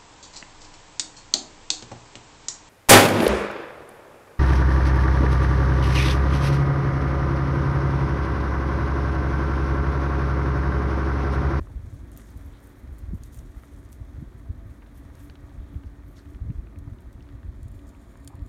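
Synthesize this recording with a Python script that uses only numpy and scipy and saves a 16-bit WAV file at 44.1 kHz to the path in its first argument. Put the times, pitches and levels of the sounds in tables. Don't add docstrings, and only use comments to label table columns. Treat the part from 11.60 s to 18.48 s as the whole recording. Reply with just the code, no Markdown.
import sys
import numpy as np
from scipy import signal
from scipy.fft import rfft, irfft, next_fast_len
from scipy.io import wavfile
from scipy.ndimage import uniform_filter1d

SR = 44100
rng = np.random.default_rng(int(sys.argv[2]) if len(sys.argv) > 2 else 0)


def unload_wav(signal):
    wavfile.write(
        sys.argv[1],
        SR,
        np.round(np.clip(np.atleast_2d(signal).T, -1, 1) * 32767).astype(np.int16),
    )


N = 303408

# frequency in Hz, spectral density in dB.
HISS_SPECTRUM = [(300, 8.5), (550, 3.5), (760, -2.5), (1150, -0.5), (1500, -2.5), (1950, -3.5), (2400, -10),
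                 (2900, -19), (3600, -16.5), (5000, -21.5), (9000, -21), (16000, -26.5)]
DRONE_SPECTRUM = [(60, 8.5), (150, -9), (240, 0.5), (300, -5.5), (380, -6.5), (450, -28), (600, -17.5),
                  (900, -32.5)]
SWISH_SPECTRUM = [(3500, -26), (5000, -12.5), (6700, -1.5), (9300, -1.5), (11700, -4), (13500, -6),
                  (15500, -9)]
SCRAPE_SPECTRUM = [(2000, -17), (2800, -11), (3300, -2), (4200, -14.5), (5000, -8), (7000, -9)]
RUMBLE_SPECTRUM = [(15, -36), (28, -18.5), (42, 1.4), (56, 4.5), (80, -3), (110, -5), (160, -16.5),
                   (250, -36.5), (400, -35.5), (1000, -62)]
# time in seconds, level in dB.
HISS_LEVEL = [(0, -62), (.6, -61), (.95, -59.5), (1.5, -61), (2.3, -62.5), (2.55, -61), (2.9, -62.5),
              (3.6, -60.5), (4.3, -62.5), (5.5, -63), (6.1, -63.5), (6.88, -62.5)]
# frequency in Hz, level in dB, line width in Hz.
HUM_LINES = [(284.8, -58, 7.6), (556, -76.5, 13), (665, -73, 13), (876, -80.5, 14), (948, -80.5, 14),
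             (1140, -78.5, 16), (1231, -79.5, 14), (1840, -80.5, 18)]
# time in seconds, gain in dB.
HUM_LEVEL = [(0, -2.5), (.2, -14.5), (.4, 0.5), (1.55, -4), (1.73, -6), (1.9, 0), (4.3, 1), (4.8, -1.5),
             (5.2, 0.5), (5.7, 0), (6.1, -1.5), (6.3, 1.5), (6.88, 1.5)]
# start in seconds, crack level in dB, crack centre in Hz, knock level in dB.
SNAPS = [(0.071, -47.5, 1500, -43), (0.597, -45, 1800, -46), (1.791, -55, 3200, -56),
         (2.035, -49, 2000, -42), (3.222, -51, 2400, -50), (3.226, -55, 1600, -45), (3.263, -56, 2900, -58),
         (3.501, -51, 1600, -47), (3.6982, -42.5, 3620, -43.5), (3.755, -46.5, 2860, -48),
         (3.894, -56, 4200, -62), (4.144, -53, 2690, -52), (4.236, -52, 2300, -50), (4.591, -50, 4000, -58),
         (4.657, -51, 2300, -60), (4.747, -47.5, 2200, -52), (4.904, -47, 2060, -52),
         (5.071, -52, 2300, -49), (5.159, -46, 1900, -54), (5.386, -51.5, 2400, -60),
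         (5.607, -50, 2570, -58), (5.625, -51.5, 4200, -64), (5.689, -48, 2080, -55),
         (5.726, -62, 3800, -67), (5.831, -48, 1600, -47), (6.192, -52, 2400, -61), (6.349, -52, 2200, -55),
         (6.556, -53, 1400, -44), (6.676, -42, 3500, -50), (6.793, -55.5, 3800, -68)]
# frequency in Hz, level in dB, 60 dB decay time in seconds.
STEM_MODES = [(730, -3, 0.011), (1320, -3, 0.017), (2000, -7, 0.011)]
# middle in seconds, level in dB, length in seconds, centre in Hz,
# bandwidth in octaves.
SCUFFS = [(0.1, -57, 0.02, 517, 1.0), (0.625, -65, 0.068, 1690, 0.39), (0.959, -67.5, 0.045, 3500, 0.59),
          (1.648, -70, 0.043, 3300, 0.5), (2.037, -58, 0.013, 1250, 1), (3.508, -65, 0.017, 1250, 0.89),
          (3.59, -71, 0.09, 2600, 0.83), (4.071, -74, 0.14, 3360, 0.37), (4.594, -60, 0.025, 1550, 0.45),
          (4.587, -65.5, 0.039, 4700, 0.92), (5.276, -59, 0.0095, 980, 0.45),
          (6.345, -60, 0.022, 1000, 0.9), (6.702, -54, 0.012, 820, 0.7), (6.73, -57.5, 0.04, 905, 0.67)]
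# time in seconds, level in dB.
RUSTLE_LEVEL = [(0, -74), (.7, -74), (1.5, -76), (2.2, -73), (2.7, -78.5), (4.1, -76), (4.35, -80.5),
                (5.9, -80), (6.2, -73), (6.88, -78)]
# start in seconds, length in seconds, level in dB, brightness in dB.
STROKES = [(0.304, 0.1, -64.5, -11), (0.527, 0.2, -62, -10), (0.7, 0.015, -73, 1), (0.753, 0.13, -69, 2),
           (1.02, 0.11, -66.5, -0.5), (1.176, .03, -72, 6), (1.378, 0.023, -67, -2),
           (1.543, 0.025, -68.5, 3), (1.636, 0.028, -60, -1.5), (1.731, 0.068, -59.5, -0.5),
           (1.968, 0.08, -68, 1), (2.1, 0.15, -70, -3), (2.318, 0.011, -59, 1), (3.35, 0.04, -68, 3.5),
           (3.564, 0.125, -67, 0), (4.443, 0.12, -77, 9), (4.62, 0.15, -72, -1), (4.557, 0.046, -64.5, -8),
           (6.273, 0.024, -64, -12), (6.5, 0.04, -72, 0), (6.673, 0.021, -65, -1), (6.858, 0.04, -74, -1)]
# start in seconds, level in dB, centre in Hz, 60 dB decay in seconds.
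TICKS = [(0.517, -37, 8930, 0.0081), (0.566, -37, 9450, .004), (0.5745, -26, 11800, 0.0042),
         (0.705, -42, 12000, .005), (0.775, -40, 11500, .005), (0.7925, -48, 9000, .004),
         (1.005, -48, 12000, .005), (1.03, -44, 10500, .008), (1.037, -47, 9000, .008),
         (1.072, -43, 11000, .02), (1.094, -44, 12000, .01), (1.384, -38.5, 9220, .008),
         (1.39, -40, 12000, .008), (1.545, -46, 10000, .02), (1.6355, -29, 6400, 0.0064),
         (1.7445, -35, 9800, .008), (1.762, -46, 12000, .004), (1.7867, -38, 7330, .025),
         (1.791, -35, 6500, .006), (2.1635, -44, 7630, .005), (2.2895, -46, 7000, .004),
         (2.3225, -40, 12500, .006), (2.3284, -30.5, 7600, .004), (3.5523, -41, 7000, .01),
         (5.1871, -41.5, 7850, 0.017), (5.406, -48, 12000, .015), (5.42, -50, 10000, .015),
         (5.5287, -43.5, 8480, 0.011), (6.0307, -38.5, 8760, .01), (6.081, -44.5, 8550, 0.03),
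         (6.116, -45, 10500, .03), (6.2696, -47, 6700, .02), (6.279, -46, 8000, .015),
         (6.2916, -41.5, 7090, .02), (6.5, -53, 9000, .015), (6.573, -44, 8500, .006),
         (6.647, -36.5, 9820, .008), (6.6757, -24, 7600, 0.0097), (6.6784, -31, 8500, .005),
         (6.754, -43, 8950, .012), (6.8224, -46, 12000, .006), (6.8633, -43, 10000, .008)]
# middle in seconds, level in dB, length in seconds.
GUSTS = [(0.254, -43.5, 0.53), (0.796, -39, 0.099), (1.304, -39.5, 0.083), (1.51, -39, 0.18),
         (1.79, -44.5, 0.093), (2.593, -39.5, 0.08), (3.003, -43.5, 0.22), (4.006, -39.5, 0.11),
         (4.906, -35, 0.17), (5.2, -39, 0.06), (6, -43.5, 0.32), (6.83, -39.5, 0.09)]
# middle in seconds, depth in dB, length in seconds.
LULLS = [(0.68, -13, 0.04), (1.102, -9, 0.15), (2.057, -12, 0.08), (3.17, -6.5, .14), (3.703, -1.5, 0.23),
         (4.228, -3, 0.032), (4.623, -8, 0.047), (4.758, -2, 0.054), (5.404, -7, 0.05), (6.39, -9, 0.2),
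         (6.724, -9, 0.049)]
# middle in seconds, level in dB, swing frequency in Hz.
EDDIES = [(0.015, -24.5, 64), (0.114, -34.5, 79), (0.168, -28, 60), (0.199, -33, 72.6), (0.243, -29.5, 67),
          (0.339, -30, 75.6), (0.765, -34, 63), (0.796, -40, 67), (1.303, -35, 66), (1.443, -29, 70),
          (1.492, -28.5, 76), (1.537, -24.5, 146), (1.556, -28.5, 81), (1.611, -36.5, 88.5),
          (1.775, -34, 79), (1.976, -33, 61.6), (2.147, -36, 69.4), (2.417, -30, 83), (2.589, -32, 83),
          (2.627, -28, 148), (2.905, -22.5, 74), (2.958, -37, 63), (3.063, -36, 83), (3.46, -34, 72),
          (3.989, -37, 77), (4.024, -32.5, 63), (4.142, -33.5, 140), (4.165, -24.5, 77.5),
          (4.269, -30.5, 70), (4.681, -34.5, 70), (4.824, -25, 60), (4.84, -35.5, 130), (4.865, -29, 70),
          (4.904, -22, 111), (4.991, -22, 54.4), (5.191, -28.5, 76), (5.28, -30, 97), (5.326, -28, 81.6),
          (5.748, -33, 92), (5.855, -33, 71), (5.889, -32.5, 72.5), (6.032, -32, 70.4), (6.064, -30.5, 84),
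          (6.167, -34.5, 73.5), (6.752, -34.5, 80.6), (6.824, -29.5, 76)]
# centre in Hz, bandwidth in Hz, gain in dB.
PORT_RESONANCES = [(4030, 710, 2.5), (5030, 410, -3.5), (7200, 280, -1), (7600, 1200, -2.5), (9500, 580, 0),
                   (10570, 770, -6), (10830, 610, 2), (11200, 760, 0), (15200, 830, 0.5)]
GAP_RESONANCES = [(2390, 230, 3.5), (4440, 430, 2.5), (5980, 680, -13), (7350, 550, 8.5), (8060, 700, -10),
                  (9400, 640, 7), (10400, 1600, -10), (11800, 500, 4), (15200, 7100, -3.5)]
# time in seconds, closeness from 0 to 1.
FINGER_CLOSENESS = [(0, 0.06), (5.6, 0.08), (6.05, 0.4), (6.6, 0.7), (6.88, 0.7)]


def from_db(db):
    return 10 ** (np.asarray(db) / 20)


def rms_one(x):
    return x / np.sqrt(np.mean(x ** 2) + 1e-20)


def in_time(rows):
    return np.interp(np.arange(N) / SR, *np.transpose(rows))


def swell(s, length):
    return np.exp(-2 * np.minimum(((np.arange(N) / SR - s) / length) ** 2, 20))


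def drift(rate_hz):
    step, settle = 40, 2000
    pole = np.exp(-2 * np.pi * rate_hz * step / SR)
    noise = rng.standard_normal(N // step + settle + 2)
    slow = signal.lfilter([1], [1, -2 * pole, pole * pole], noise)[settle:]
    return np.interp(np.arange(N) / step, np.arange(len(slow)), rms_one(slow))


def colour(x, spectrum):
    hz, db = np.transpose(spectrum)
    size = next_fast_len(N)
    bins_hz = np.maximum(np.arange(size // 2 + 1) * SR / size, 1)
    gain = from_db(np.interp(np.log(bins_hz), np.log(hz), db, left=-90, right=-90))
    return rms_one(irfft(rfft(x, size) * gain, size)[:N])


def band(x, hz, octaves, order=2):
    edges = np.clip([hz / 2 ** (octaves / 2), hz * 2 ** (octaves / 2)], 10, .45 * SR)
    return signal.sosfilt(signal.butter(order, edges, "band", fs=SR, output="sos"), x)


def ring(x, hz, t60):
    radius, angle = from_db(-60 / (t60 * SR)), 2 * np.pi * hz / SR
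    return signal.lfilter([0, np.sin(angle)], [1, -2 * radius * np.cos(angle), radius ** 2], x + 1e-18)


def equalise(x, peaks):
    for hz, width_hz, db in peaks:
        x = x + (from_db(db) - 1) * signal.lfilter(*signal.iirpeak(hz, hz / width_hz, fs=SR), x)
    return x


def add(out, s, sound):
    start = int(round(s * SR))
    first, last = max(start, 0), min(start + len(sound), N)
    if last > first:
        out[first:last] += sound[first - start:last - start]


def impulses(per_s, spread_db, max_spreads):
    sizes = from_db(spread_db * np.minimum(rng.exponential(1, N), max_spreads))
    return sizes * rng.choice([-1, 1], N) * (rng.random(N) < per_s / SR)


def friction(per_s, spread_db, grain_gain):
    return grain_gain * rms_one(impulses(per_s, spread_db, max_spreads=4)) + rng.standard_normal(N)


def clicks(rows, gain_db, octaves, strike_db, tail_db, tail_t60, order):
    out, t = np.zeros(N), np.arange(SR // 10) / SR
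    for s, db, hz, t60 in rows:
        decay = from_db(-60 * t / t60) + from_db(tail_db - 60 * t / tail_t60)
        force = np.sign(rng.standard_normal(len(t))) * decay
        force[0] = from_db(strike_db)
        crack = band(force, hz, octaves, order)
        peak_rms = np.sqrt(uniform_filter1d(crack ** 2, size=44, mode="constant").max())
        add(out, s, from_db(db + gain_db) * crack / peak_rms)
    return out


def slope_hiss(gain_db=2.0):
    hiss = colour(friction(per_s=250, spread_db=2.5, grain_gain=0.49), HISS_SPECTRUM)
    return from_db(in_time(HISS_LEVEL) + gain_db) * hiss


def engine(drone_db=-52.0, drone_waver_db=1.2, hum_db=1.24, hum_waver_db=1.86, speed_wobble=0.00402):
    running_time = np.cumsum(1 + speed_wobble * drift(4.01)) / SR
    hum = np.zeros(N)
    for hz, db, width_hz in HUM_LINES:
        sway = 1 + 1.15 * (drift(width_hz) + 1j * drift(width_hz))
        hum += from_db(db) * rms_one(np.real(sway * np.exp(2j * np.pi * hz * running_time)))
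    drone = from_db(drone_db + drone_waver_db * drift(4.3)) * colour(rng.standard_normal(N), DRONE_SPECTRUM)
    return drone + from_db(hum_db + in_time(HUM_LEVEL) + hum_waver_db * drift(14)) * hum


def crust_crackle(rms_db=-71.5, low_hz=750, high_hz=4200, per_octave_db=-4.0, cycles=8.5):
    breaks = impulses(per_s=110, spread_db=2.5, max_spreads=3)
    pitches = np.geomspace(low_hz, high_hz, 16)
    pitch_index = rng.integers(0, len(pitches), N)
    grains = np.zeros(N)
    for k, hz in enumerate(pitches):
        gain = from_db(per_octave_db * np.log2(hz / low_hz))
        grains += gain * ring(breaks * (pitch_index == k), hz, t60=cycles / hz)
    return from_db(rms_db) * rms_one(band(grains, np.sqrt(low_hz * high_hz), octaves=2.8))


def snaps(crack_t60=0.0067, typical_crack_hz=2200, pitch_exponent=0.54, spread_octaves=0.13):
    cracks = [(s, db, hz, crack_t60) for s, db, hz, _ in SNAPS]
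    out = clicks(cracks, gain_db=-6.5, octaves=0.88, strike_db=5.5, tail_db=-16, tail_t60=0.046, order=2)
    impulse = signal.unit_impulse(SR // 20)
    for s, _, crack_hz, knock_db in SNAPS:
        detune = 2 ** (spread_octaves * rng.uniform(-1.2, 1))
        pitch = (crack_hz / typical_crack_hz) ** pitch_exponent * detune
        knock = sum(from_db(db) * ring(impulse, hz * pitch, t60) for hz, db, t60 in STEM_MODES)
        add(out, s, -from_db(knock_db) * knock)
    return out


def grip_scuffs(rough_db=2.5, rough_hz=90):
    out, t = np.zeros(N), np.arange(-SR // 5, SR // 5) / SR
    for s, db, length, hz, octaves in SCUFFS:
        rubbing = rms_one(band(rng.standard_normal(len(t)), hz, octaves))
        add(out, s + t[0], from_db(db) * np.exp(-2 * (t / length) ** 2) * rubbing)
    return out * rms_one(from_db(rough_db * drift(rough_hz)))


def crinkle(x, depth_db=3.0, rate_hz=35):
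    out = np.zeros(N)
    for hz in np.geomspace(5000, 13000, 6):
        low = signal.sosfiltfilt(signal.butter(4, hz, fs=SR, output="sos"), x)
        out += low * from_db(depth_db * drift(rate_hz))
        x = x - low
    return rms_one(out + x * from_db(depth_db * drift(rate_hz)))


def sleeve_power(attack_s=0.012, release_s=0.022, arch_db=3, rest_bright_db=-6.0):
    t = np.arange(N) / SR
    power = from_db(in_time(RUSTLE_LEVEL)) ** 2
    top_power = power * from_db(rest_bright_db) ** 2
    for s, length, db, brightness_db in STROKES:
        fade = np.maximum((s - t) / attack_s, (t - s - length) / release_s)
        arch = np.sin(np.pi * np.clip((t - s) / length, 0, 1))
        stroke = from_db(db + arch_db * (arch - 1.5)) * np.exp(-np.clip(fade, 0, 20))
        power += stroke ** 2
        top_power += (from_db(brightness_db) * stroke) ** 2
    return power, top_power


def sleeve(top_hz=10300, top_db=3.0, scrape_db=-3.5, scrape_exponent=0.51, flicker_db=2.0):
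    power, top_power = sleeve_power()
    fibres = crinkle(colour(friction(per_s=520, spread_db=2.0, grain_gain=0.84), SWISH_SPECTRUM))
    body = signal.sosfiltfilt(signal.butter(3, top_hz, fs=SR, output="sos"), fibres)
    swish = np.sqrt(power) * body + from_db(top_db) * np.sqrt(top_power) * (fibres - body)
    scrape_level = np.sqrt(power.mean() * (power / power.mean()) ** scrape_exponent)
    scrape = scrape_level * colour(friction(per_s=370, spread_db=1.5, grain_gain=0.72), SCRAPE_SPECTRUM)
    return (swish + from_db(scrape_db) * scrape) * from_db(flicker_db * drift(24.0))


def fabric_ticks(faint_per_s=3, faint_hz=8200, faint_t60=0.25):
    faint = []
    for when, size, pitch in rng.random((int(faint_per_s * N / SR), 3)):
        relative_db = -54 + 2.5 * (2 * size - 1)
        hz = faint_hz * 2 ** (0.7 * (2 * pitch - 1))
        faint.append((when * N / SR, relative_db, hz, faint_t60))
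    rows = TICKS + faint
    return clicks(rows, gain_db=-14.0, octaves=0.7, strike_db=4.0, tail_db=-21, tail_t60=.08, order=1)


def wind_rumble(steady_db=-45, gain_db=1.5, lumpy_db=3.0, lumps_hz=13, power_floor=0.077):
    lull_db = sum(db * swell(s, length) for s, db, length in LULLS)
    gust_power = sum((from_db(db) * swell(s, length)) ** 2 for s, db, length in GUSTS)
    power = from_db(steady_db + lull_db) ** 2 + gust_power
    flow = colour(rng.standard_normal(N), RUMBLE_SPECTRUM)
    flow /= np.sqrt(uniform_filter1d(flow ** 2, size=3000) + power_floor)
    lumps = drift(lumps_hz)
    lumps = rms_one(lumps - uniform_filter1d(lumps, size=8000))
    return np.sqrt(power) * from_db(gain_db + lumpy_db * np.minimum(lumps, 2)) * flow


def wind_eddies(swing_db=2.5, width_cycles=0.44, flutter_db=-23.5, flutter_s=0.012, per_octave_db=8.0):
    out, t = np.zeros(N), np.arange(-SR // 20, SR // 20) / SR
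    median_hz = np.median([hz for _, _, hz in EDDIES])
    for s, db, hz in EDDIES:
        cycles = t * hz
        phase = cycles - .1 * cycles ** 2 + rng.random()
        swing = np.exp(-.5 * (cycles / width_cycles) ** 2) * np.cos(2 * np.pi * phase)
        flutter_hz = 185 * (hz / median_hz) ** 0.4
        noise = rms_one(band(rng.standard_normal(len(t)), flutter_hz, octaves=0.87, order=3))
        flutter = np.exp(-.5 * (t / flutter_s) ** 2) * noise
        breakup_db = flutter_db + per_octave_db * np.log2(hz / median_hz)
        add(out, s + t[0], from_db(db + swing_db) * swing + from_db(db + breakup_db) * flutter)
    return out


def scene():
    hillside = slope_hiss() + engine() + crust_crackle() + snaps()
    handling = grip_scuffs() + sleeve() + fabric_ticks()
    return (hillside + handling + wind_rumble() + wind_eddies())[None]


def record(dry, cutoff_hz=16000):
    closeness = in_time(FINGER_CLOSENESS)
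    open_port = equalise(dry, PORT_RESONANCES)
    heard = (1 - closeness) * open_port + closeness * equalise(open_port, GAP_RESONANCES)
    return signal.sosfilt(signal.ellip(12, .1, 80, cutoff_hz, fs=SR, output="sos"), heard)


dry = scene()
out = record(dry)
unload_wav(out)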